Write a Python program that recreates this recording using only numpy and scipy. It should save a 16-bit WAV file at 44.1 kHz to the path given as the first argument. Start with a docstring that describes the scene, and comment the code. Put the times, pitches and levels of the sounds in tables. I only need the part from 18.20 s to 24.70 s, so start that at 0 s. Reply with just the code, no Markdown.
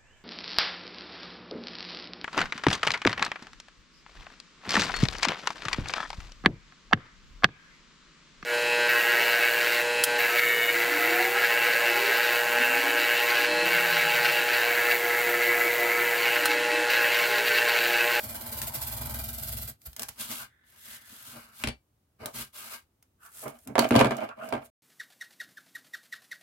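"""A craft knife rasps along a steel ruler through corrugated cardboard, tearing flute after flute.
The last fibres snap, the offcut hisses over the mat in three pulls, and the ruler drops with a clink.
Hands sweep the card across the mat and brush its liner. The flaps creak and fold shut with hollow
claps, then the fingers rub the piece again. Friction and blows ring the modes of the sheet;
all is heard close up, on a table in a small room."""
import sys
import numpy as np
from scipy import signal
from scipy.fft import rfft, irfft
from scipy.io import wavfile

SR = 44100
rng = np.random.default_rng(int(sys.argv[2]) if len(sys.argv) > 2 else 0)


def wav_out(sig):
    """Save sig, one row per channel (or a flat mono array), as 16-bit PCM at SR to the path in sys.argv[1]."""
    wavfile.write(sys.argv[1], SR, np.round(np.clip(np.atleast_2d(sig).T, -1, 1) * 32767).astype(np.int16))


N = 286694
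TIME = np.arange(N) / SR
APART_HZ = 458   # left and right differ mainly above this

# force spectrum of a dull thud: freq_hz, level_db
THUD_DRIVE = [(30, -10), (70, -16), (130, -8.5), (280, 2), (420, -20), (800, -37.5), (2500, -78)]
# force spectrum of a hollow clap: freq_hz, level_db
CLAP_DRIVE = [(120, -34.5), (300, 2.5), (480, 16.5), (1200, 8.5), (2500, 3), (4000, -19), (9000, -30.5)]


def knife(give_s=.012, echo_s=.00088, echo_drift_s_per_s=.000421):
    """The blade scratches along and tears through each flute wall, jolting the sheet as it gives."""
    # force of the stroke: time_s, tear_db, rasp_db, shudder_db
    stroke = [(0.0, -42, -47.5, -42), (0.262, -43.5, -48.5, -50.5), (0.484, -36.5, -48, -41),
              (0.51, -47.5, -53, -49), (0.55, -36, -45, -45), (0.58, -40.5, -53, -42.5),
              (0.606, -38, -52, -45), (0.892, -40, -46, -38.5), (1.132, -41, -54.5, -45.5),
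              (1.32, -37.5, -61, -39), (1.5, -42.5, -57, -46.5), (1.57, -86, -94, -67)]
    # blade travel: time_s, walls_passed
    travel = [(0, 0.1), (.042, 1), (.33, 6), (.478, 9), (.627, 11), (.778, 14), (.903, 17), (1.425, 28),
              (1.487, 29), (1.56, 29.6)]
    # short pushes through what still holds: peak_s, half_length_s, tear_db, rasp_db, shudder_db
    nicks = [(1.667, 0.0081, -41, -72, -40.5), (1.68, 0.058, -58, -72, -59),
             (1.813, 0.034, -50.5, -50, -52.5), (1.893, 0.011, -62, -60, -46)]
    # spectrum of a tearing wall: freq_hz, density_db
    tear_spectrum = [(600, -4.5), (1500, -6), (2300, -11.5), (3400, -6.5), (4700, -3), (6000, -7.5),
                     (8000, -2), (10000, -2), (12800, 8.5), (15500, -0.5)]
    # spectrum of the scratch between flutes: freq_hz, density_db
    scratch_spectrum = [(600, -21.5), (1500, -7.5), (2300, -7.5), (3200, -5), (4700, -4), (6000, -9),
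                        (8000, -3.5), (10000, -0.5), (12800, 3), (15500, -3)]
    # force spectrum of the blade: freq_hz, level_db
    blade_drive = [(120, -21.5), (240, 10), (420, -2.5), (650, 2.5), (950, -10), (1500, 2.5), (2500, -0.5),
                   (5000, -56.5)]
    # force spectrum of the jolts: freq_hz, level_db
    shudder_drive = [(30, 6), (70, 3.5), (125, -4.5), (240, -13), (450, -39), (1500, -28.5)]
    bite_flutes, tear_flutes, lead_flutes = .2, .57, .33
    gate, tear_db, rasp_db, shudder_db = curves(stroke)
    _, passed = curves(travel)
    flute, depth = np.divmod(passed + lead_flutes, 1)
    toughness = from_db(rng.standard_normal(int(flute[-1]) + 1))[flute.astype(int)]
    bite = 1 - np.exp(-(depth / bite_flutes) ** 2)
    walls = toughness * bite * np.exp(-(depth / tear_flutes) ** 2)
    jolts = np.diff(np.floor(np.interp(TIME - give_s, TIME, passed)), prepend=0)
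    tear_gain = gate * from_db(tear_db + 3) * walls
    scratch_gain = gate * from_db(tear_db - 6 - 3 * TIME)
    rasp_gain = gate * from_db(rasp_db - .5) * (walls + .5)
    shudder_gain = gate * from_db(shudder_db - 1)
    for peak_s, half_s, tear_db, rasp_db, shudder_db in nicks:
        tear_gain += from_db(tear_db) * swell(peak_s, half_s, half_s)
        rasp_gain += from_db(rasp_db) * swell(peak_s, half_s, half_s)
        shudder_gain += from_db(shudder_db) * swell(peak_s + give_s, half_s, half_s)
    grit = fibres(rate_per_s=3500, spread_db=3.5, grain_s=.0004)
    hiss = tear_gain * stereo(colour(grit, tear_spectrum), pan_db=-1)
    hiss += scratch_gain * stereo(colour(grit, scratch_spectrum))
    # the reflection off the ruler lags more as the blade travels
    delayed_s = TIME - echo_s - echo_drift_s_per_s * TIME
    hiss += from_db(-9) * np.array([np.interp(delayed_s, TIME, side) for side in hiss])
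    rasp = stereo(board(grit, blade_drive))
    chatter = rng.standard_normal((2, N))
    shudder = stereo(board(.5 * rms_one(jolts) + chatter, shudder_drive))
    shudder /= np.sqrt(np.average(shudder[0] ** 2, weights=gate))
    return hiss + rasp_gain * rasp + shudder_gain * shudder


def sheet_hum():
    """The sheet hums under the blade, lower as the cut grows."""
    # sheet resonance: time_s, level_db, pitch_hz
    hum = [(0.0, -57.5, 900), (0.3, -53.5, 960), (0.6, -51.5, 950), (0.9, -51, 920), (1.1, -61.5, 740),
           (1.4, -57.5, 690), (1.53, -78, 680)]
    gate, level_db, pitch_hz = curves(hum)
    return gate * from_db(level_db - 2) * stick_slip(pitch_hz, width_hz=200, overtone_db=-20)


def knocks(hard_db=-18):
    """Each blow on the sheet gives a thud, a hollow clap, a slap of trapped air and a dry crack."""
    # spectrum of air squeezed from between the faces: freq_hz, density_db
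    slap_spectrum = [(200, -18.5), (500, -7.5), (900, -3.5), (1500, -15.5), (2500, -20.5), (5000, -52.5)]
    # spectrum of crushed fibres: freq_hz, density_db
    crack_spectrum = [(1200, -6.5), (2400, 4.5), (3200, 2), (4600, -3), (6000, -10), (10000, -8.5),
                      (15500, -21)]
    out = np.zeros((2, N))
    for start_s, thud_db, clap_db, crack_db, pan_db in blows():
        impulse = 14 * min(from_db(clap_db - hard_db), 1)   # light touches land softly
        force = burst(t60_s=.012, tail_db=-18, tail_t60_s=.12)
        force[0, 0] += impulse
        puff = burst(t60_s=.005, tail_db=-30, tail_t60_s=.04)
        puff[0, 0] += impulse
        crush = burst(t60_s=.011, tail_db=-17, tail_t60_s=.1)
        sound = from_db(thud_db - 11) * stereo(board(force, THUD_DRIVE))
        sound += from_db(clap_db - 16) * stereo(board(force, CLAP_DRIVE), pan_db)
        sound += from_db(clap_db - 18) * stereo(colour(puff, slap_spectrum), pan_db)
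        sound += from_db(crack_db - 16) * stereo(colour(crush, crack_spectrum), pan_db / 2)
        add(out, start_s, sound)
    return out


def blows(rebound_s=.012, rebound_loss_db=5):
    """Yield each blow and its ever weaker rebounds."""
    # blows on the sheet: start_s, thud_db, clap_db, crack_db, pan_db, rebounds (rounded; -1 mutes)
    hits = [(3.438, -35.5, -40, -27.5, 4, 0.5), (3.473, -42, -40.5, -32.5, 4, 1),
            (5.555, -61, -23, -39.5, -5.5, -0.5), (5.581, -26, -17, -32.5, -8, 0),
            (5.592, -54, -21.5, -28, -1, 0), (5.644, -34.5, -34.5, -36, 0, 0.5),
            (5.708, -20.5, -24.5, -34, -3, 3), (5.754, -18, -18.5, -32, 4, -0.5),
            (5.762, -23.5, -25, -27, 5, 0), (5.792, -25.5, -33, -28.5, 1, 0),
            (5.802, -29, -21, -31.5, -14, 0), (5.811, -27, -14.5, -26, 1.5, 0),
            (5.846, -26.5, -22, -34, -1.5, 1.5), (5.909, -36.5, -27.5, -40, -2, 1),
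            (6.024, -55, -36, -60, -5, 0), (6.048, -44, -38, -48, 4, -1), (6.09, -62, -46, -54, -6, 0),
            (6.325, -35.5, -27, -43.5, -3.5, 4.5)]
    for start_s, thud_db, clap_db, crack_db, pan_db, rebounds in hits:
        for k in range(round(rebounds) + 1):
            loss_db = k * rebound_loss_db
            yield start_s, thud_db - loss_db, clap_db - loss_db, crack_db - loss_db, pan_db
            start_s += rebound_s * rng.uniform(.8, 1.2)


def folding(hollow_hz=666):
    """Uneven slips of the flaps sound the hollow between them."""
    # creaks around the fold: start_s, length_s, level_db
    creaks = [(5.21, 0.14, -53), (5.578, 0.071, -30), (5.714, 0.085, -26.5), (5.848, 0.2, -37.5),
              (6.151, 0.25, -49), (6.38, 0.056, -56.5)]
    # force spectrum of the slips: freq_hz, level_db
    fold_drive = [(60, -32.5), (250, 5), (420, -6), (640, 3.5), (900, -7), (2500, -7), (5000, -16.5),
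                  (12000, 5)]
    grit = fibres(rate_per_s=640, spread_db=6, grain_s=.0012) * grip(rate_hz=22, depth_db=1.5)
    slips = board(grit, fold_drive)
    creak = stereo(slips + from_db(-5) * resonate(slips, hollow_hz, width_hz=64), pan_db=-3)
    return creak * sum(from_db(db + 1) * hand_push(start_s, length_s) for start_s, length_s, db in creaks)


def sliding():
    """Card dragged on the mat: catching fibres hiss and drive the sheet, and the edge sings."""
    # three pulls on the offcut, each a list of: time_s, hiss_db, rasp_db
    pulls = [
        [(1.95, -74, -75), (2.008, -36, -48), (2.068, -45.5, -55.5), (2.118, -38, -47), (2.178, -43, -55),
         (2.208, -43.5, -52), (2.244, -50, -55.5), (2.28, -73, -78)],
        [(2.44, -97, -72), (2.452, -72, -90), (2.494, -63, -77), (2.56, -62.5, -66), (2.614, -55.5, -76),
         (2.684, -49, -60.5), (2.744, -47, -59), (2.82, -63, -73)],
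        [(2.82, -60.5, -70.5), (2.944, -51.5, -64.5), (3.1, -50, -61.5), (3.142, -52, -59), (3.154, -51, -54.5),
         (3.312, -66, -67.5), (3.384, -50.5, -64), (3.425, -50, -50)],
    ]
    # a hand sweeps the card along: start_s, length_s, hiss_db, rasp_db, rumble_db
    sweeps = [(3.982, 0.059, -59, -50, -45.5), (4.123, 0.092, -38, -45.5, -44.5),
              (4.32, 0.067, -43.5, -51, -76), (4.386, .1, -48, -52, -79), (4.485, 0.066, -45, -47.5, -65)]
    # resonance of the turning edge: time_s, level_db, pitch_hz
    edge = [(2.28, -70, 1750), (2.58, -68.5, 1795), (2.72, -52, 1916), (2.82, -62.5, 1796),
            (3.16, -59.5, 1326), (3.36, -64.5, 1305)]
    # spectrum of card on the mat: freq_hz, density_db
    hiss_spectrum = [(700, -23), (1800, -16.5), (3200, 8.5), (4600, 0), (6000, 2), (9000, 5.5), (12800, 7),
                     (15500, 2)]
    # force spectrum of the rasp: freq_hz, level_db
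    rasp_drive = [(100, -13.5), (250, -0.5), (450, -5.5), (700, -4.5), (1200, 3.5), (1800, 7), (3000, 2.5),
                  (6000, 4)]
    # force spectrum of the rumble: freq_hz, level_db
    rumble_drive = [(30, 18.5), (70, -7), (130, -6), (220, 0.5), (400, -6.5), (1000, -48.5)]
    grit = fibres(rate_per_s=3000, spread_db=3.5, grain_s=.0014) * grip(rate_hz=29, depth_db=1.26)
    hiss = stereo(colour(grit, hiss_spectrum), pan_db=1.5)
    rasp = stereo(board(grit, rasp_drive), pan_db=1.5)
    rumble = stereo(board(grit, rumble_drive))
    gate, edge_db, pitch_hz = curves(edge)
    out = gate * from_db(edge_db - 4) * stick_slip(pitch_hz, width_hz=520, overtone_db=-13)
    body = from_db(.5) * rasp + from_db(-4) * rumble
    for pull in pulls:
        gate, hiss_db, rasp_db = curves(pull)
        out += gate * (from_db(hiss_db - 1) * hiss + from_db(rasp_db) * body)
    for start_s, length_s, hiss_db, rasp_db, rumble_db in sweeps:
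        sweep = from_db(hiss_db) * hiss + from_db(rasp_db) * rasp + from_db(rumble_db) * rumble
        out += from_db(-1.5) * hand_push(start_s, length_s) * sweep
    return out


def ruler():
    """The steel strip lands and rings briefly, damped by the card under it."""
    # landings: start_s, level_db
    hits = [(3.441, -40.5), (3.473, -34)]
    # modes, from slow flexing to clink: freq_hz, level_db, t60_s
    modes = [(62.5, 2, 0.13), (98, 6, 0.048), (2300, -2, 0.15), (4160, -14.5, 0.071), (4520, -11, 0.15),
             (5200, -7.5, 0.08), (8430, -9.5, 0.065), (9560, -5.5, 0.045)]
    out, t = np.zeros((2, N)), TIME[:SR // 2]
    for start_s, hit_db in hits:
        for hz, mode_db, t60_s in modes:
            cycles = hz * t + rng.random((2, 1)) * min(hz / APART_HZ, 1)
            add(out, start_s, from_db(hit_db + mode_db - 60 * t / t60_s) * np.sin(2 * np.pi * cycles))
    return out


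def snaps():
    """Snapping fibres and small dry contacts tick, too light to move the whole sheet."""
    # ticks: start_s, level_db
    ticks = [(0.417, -16), (1.617, -43), (1.731, -37), (1.7643, -25), (1.795, -19.5), (1.8203, -20),
             (1.832, -19), (1.8854, -24.5), (1.8895, -22), (2.1143, -22), (4.0585, -17.5), (4.8261, -44.5),
             (5.062, -42), (5.28, -31.5), (5.389, -44), (5.4739, -28.5), (5.5917, -8.5), (5.689, -27),
             (5.968, -30), (6.289, -32.5)]
    # spectrum of a tick: freq_hz, density_db
    tick_spectrum = [(300, -18.5), (700, -1), (2000, -3.5), (4500, -3.5), (9000, 0.5), (15500, -0.5)]
    out = np.zeros((2, N))
    for start_s, level_db in ticks:
        tick = colour(burst(t60_s=.015, tail_db=-29.5, tail_t60_s=.45), tick_spectrum)
        add(out, start_s, from_db(level_db - 31) * stereo(tick))
    return out


def crease(start_s=5.5925):
    """The stiff liner buckles once, with a short bright ring."""
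    out = np.zeros((2, N))
    ring = resonate(burst(t60_s=.0057, tail_db=-31, tail_t60_s=.08), hz=4620, width_hz=500)
    add(out, start_s, from_db(-44.5) * stereo(ring, pan_db=-6))
    return out


def fingers(let_go_s=.011, sag_hz_per_s=900):
    """Skin hisses on the liner, and sticks and slips in a narrow band that sinks as it slows."""
    # brushes that gather speed until they let go: peak_s, rise_s, level_db
    brushes = [(5.064, .04, -56), (5.238, 0.098, -47), (5.3, 0.1, -57), (5.452, 0.24, -65.5),
               (6.27, 0.059, -59.5), (6.461, 0.025, -57.5)]
    # dull fingertip squeaks: peak_s, half_length_s, level_db, pitch_hz
    rubs = [(2.215, 0.02, -43, 1285), (5.058, 0.039, -52.5, 1328), (5.2, 0.083, -64, 1296),
            (6.115, 0.017, -43, 1257), (6.23, .025, -42, 1312)]
    # spectrum of skin on the liner: freq_hz, density_db
    skin_spectrum = [(1500, 3.3), (4000, 2.1), (6000, 3.7), (9000, 11.8), (12500, 10.8), (15500, 5)]
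    grit = fibres(rate_per_s=2500, spread_db=3.8, grain_s=.0005)
    brush_gain = sum(from_db(db - 1) * swell(peak_s, rise_s, let_go_s) for peak_s, rise_s, db in brushes)
    out = brush_gain * stereo(colour(grit, skin_spectrum))
    for peak_s, half_s, level_db, pitch_hz in rubs:
        glide_hz = pitch_hz - sag_hz_per_s * np.clip(TIME - peak_s, -2 * half_s, 2 * half_s)
        squeak = stick_slip(glide_hz, width_hz=440, overtone_db=-15.5)
        out += from_db(level_db - 4) * swell(peak_s, half_s, half_s) * squeak
    return out


def bumps(settle_s=.03):
    """A soft hand loads the sheet gradually: thud and hollow clap without a crack."""
    # hand or card settles on the mat: peak_s, rise_s, thud_db, clap_db, pan_db
    touches = [(2.125, 0.022, -48.5, -62, 3), (2.93, .015, -57, -70, -3), (3.09, 0.012, -57, -70, -3),
               (3.165, 0.028, -53, -54.5, 2), (4.015, .012, -54.5, -51.5, -5), (4.067, 0.028, -50, -43, 2),
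               (5.24, 0.014, -54, -46, 3), (5.259, 0.0025, -42.5, -39.5, -8),
               (5.498, 0.025, -37.5, -50, -9)]
    force = rng.standard_normal((2, N))
    thud, clap = stereo(board(force, THUD_DRIVE)), stereo(board(force, CLAP_DRIVE))
    out = np.zeros((2, N))
    for peak_s, rise_s, thud_db, clap_db, pan_db in touches:
        clap_gain = from_db(clap_db + np.array([[pan_db], [-pan_db]]) / 2)
        out += swell(peak_s, rise_s, settle_s) * (from_db(thud_db) * thud + clap_gain * clap)
    return from_db(-1) * out


def board(force, drive):
    """A force, coloured by its kind of contact, rings the sheet's modes."""
    # modes of the cardboard on the table: freq_hz, width_hz, level_db
    modes = [(63.5, 15.6, 1), (104, 35.4, 3), (134, 13.4, 4.5), (233.7, 32.2, 1.5), (332.6, 27, -3),
             (401, 56, -2), (509, 83, 0), (601, 57.6, 4), (707, 71, -0.5), (775.5, 42, 1), (937, 64, 1),
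             (1050, 51, 1), (1137, 61, -2), (1230.5, 58, 1), (1368, 35, -3.5), (1416, 24, -6.5),
             (1589, 60, -1), (1918, 200, -11.5), (2250, 65, -1), (2460, 120, -7.5), (2975, 150, -5),
             (3540, 620, -14.5), (4770, 1200, -16)]
    push = kernel(drive)
    ring = sum((-1) ** k * from_db(db) * resonate(push, hz, width_hz)
               for k, (hz, width_hz, db) in enumerate(modes))
    return signal.fftconvolve(force, ring[None], axes=1)[:, :force.shape[1]]


def fibres(rate_per_s, spread_db, grain_s):
    """Friction: paper fibres catch and let go at random, each a tiny burst of its own size."""
    catches = rng.random(N) < rate_per_s / SR
    sizes = from_db(spread_db * np.clip(rng.standard_normal(N), -2.5, 2.5))
    energy = signal.lfilter([1], [1, -np.exp(-1 / (grain_s * SR))], catches * sizes ** 2 + 1e-18)
    return rms_one(np.sqrt(energy) * rng.standard_normal((2, N)))


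def burst(t60_s, tail_db, tail_t60_s):
    """One contact: a brief crush of fibres, then a weaker rustle as the sheet settles."""
    t = TIME[:SR // 4]
    envelope = from_db(-60 * t / t60_s) + from_db(tail_db - 60 * t / tail_t60_s)
    return envelope * rng.standard_normal((2, len(t)))


def stick_slip(pitch_hz, width_hz, overtone_db):
    """Uneven slips sound a narrow resonance that follows the pitch curve."""
    slips = butterworth(rng.standard_normal((2, N)), 2, width_hz / 2)
    phase = 2 * np.pi * np.cumsum(pitch_hz) / SR
    return stereo(slips * (np.cos(phase) + from_db(overtone_db) * np.cos(2 * phase)))


def grip(rate_hz, depth_db):
    """The uneven grip of card on a surface, as a gain near 1."""
    drift = butterworth(rng.standard_normal(N), 2, rate_hz)
    return from_db(depth_db * np.clip(rms_one(drift), -2, 2))


def hand_push(start_s, length_s, attack_s=.051, release_t60_s=.15):
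    """Attack, hold and release of one steady push."""
    attack = np.sin(np.pi / 2 * np.clip((TIME - start_s) / attack_s, 0, 1)) ** 2
    return attack * from_db(-60 * np.clip((TIME - start_s - length_s) / release_t60_s, 0, 2))


def tabletop(x):
    """Direct sound plus close reflections, which ripple the spectrum above the bass."""
    # reflections off the table and things on it, left list then right: delay_s, level_db
    near_echoes = [
        [(.0011, -32), (.0034, -11)],
        [(.0015, -10), (.0029, -7)],
    ]
    out, bright = x.copy(), butterworth(x, 1, 700, "high")
    for side, echoes in enumerate(near_echoes):
        for delay_s, level_db in echoes:
            add(out[side:side + 1], delay_s, from_db(level_db) * bright[side:side + 1])
    return out


def room(x, t60_s=.14, gap_s=.0022, dull_hz=5140):
    """Dense, dull reflections that start a few milliseconds late."""
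    t = TIME[:SR // 4]
    envelope = from_db(-60 * t / t60_s) * np.clip(t / gap_s - 1, 0, 1)
    echoes = stereo(envelope * rng.standard_normal((2, len(t))))
    echoes /= np.sqrt(np.sum(echoes ** 2, axis=1, keepdims=True))
    return from_db(-3.5) * signal.fftconvolve(x, butterworth(echoes, 1, dull_hz), axes=1)[:, :N]


def room_air(level_db=-72):
    """The still air of the room: faint, low noise."""
    # spectrum of the air: freq_hz, density_db
    air_spectrum = [(25, -25.5), (45, -7.5), (90, -1.5), (190, -15), (260, -11.5), (420, -20.5),
                    (1000, -27), (2000, -34), (5000, -37.5), (16000, -36)]
    return from_db(level_db) * stereo(colour(rng.standard_normal((2, N)), air_spectrum))


def from_db(db):
    """Decibels to gain."""
    return 10 ** (np.asarray(db) / 20)


def rms_one(x):
    """Scale to rms 1."""
    return x / np.sqrt(np.mean(x ** 2) + 1e-20)


def curves(rows):
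    """A gate open during the gesture, then each column as a curve in time."""
    time_s, *columns = np.transpose(rows)
    gate = np.clip(np.minimum(TIME - time_s[0], time_s[-1] - TIME) / .01 + 1, 0, 1)
    return [gate] + [np.interp(TIME, time_s, column) for column in columns]


def swell(peak_s, rise_s, fall_s):
    """Gaussian rise to 1 and fall."""
    width_s = np.where(TIME < peak_s, rise_s, fall_s)
    return np.exp(-np.minimum(((TIME - peak_s) / width_s) ** 2, 20))


def add(out, start_s, sound):
    """Mix a sound in at start_s."""
    start = max(round(start_s * SR), 0)
    out[:, start:start + sound.shape[1]] += sound[:, :N - start]


def butterworth(x, order, hz, kind="low"):
    """Low- or high-pass filter."""
    return signal.sosfilt(signal.butter(order, hz, kind, fs=SR, output="sos"), x)


def resonate(x, hz, width_hz):
    """One resonance with peak gain 1."""
    r = np.exp(-np.pi * width_hz / SR)
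    feedback = [1, -2 * r * np.cos(2 * np.pi * hz / SR), r * r]
    return signal.lfilter(np.array([1, 0, -1]) * (1 - r * r) / 2, feedback, x + 1e-18)


def kernel(spectrum, size=2 ** 13):
    """Minimum-phase impulse response with the given spectrum."""
    hz, db = np.transpose(spectrum)
    bins_hz = np.arange(size // 2 + 1) * SR / size
    log_gain = np.log(from_db(np.interp(np.log(bins_hz + 1), np.log(hz), db)))
    cepstrum = irfft(log_gain)[:size // 2] * np.r_[1, np.full(size // 2 - 1, 2)]
    return irfft(np.exp(rfft(cepstrum, size)))


def colour(x, spectrum):
    """Filter a pair of signals to the given spectrum."""
    return signal.fftconvolve(x, kernel(spectrum)[None], axes=1)[:, :x.shape[1]]


def stereo(x, pan_db=0):
    """Two unrelated signals become left and right, alike in the bass; mid rms 1, positive pan left."""
    mid = x[0]
    side = .8 * butterworth(x[1], 2, APART_HZ, "high") + .17 * x[1]
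    left, right = (mid + side) * from_db(pan_db / 2), (mid - side) * from_db(-pan_db / 2)
    return np.array([left, right]) / np.sqrt(np.mean(mid ** 2))


def scene():
    """The work on the table, its reflections and the room air."""
    work = knife() + sheet_hum() + sliding() + fingers() + folding()
    work += knocks() + bumps() + snaps() + crease() + ruler()
    work += from_db(-3) * resonate(work, hz=120, width_hz=17)   # the table top booms
    return tabletop(work) + room(work) + room_air()


def record(dry):
    """Cut the deepest bass, round the highest peaks and cut the top."""
    low_hz, high_hz = 40, 16000
    rounded = np.tanh(butterworth(dry, 4, low_hz, "high"))
    return signal.sosfilt(signal.ellip(12, .3, 100, high_hz, fs=SR, output="sos"), rounded)


dry = scene()
out = record(dry)
wav_out(out)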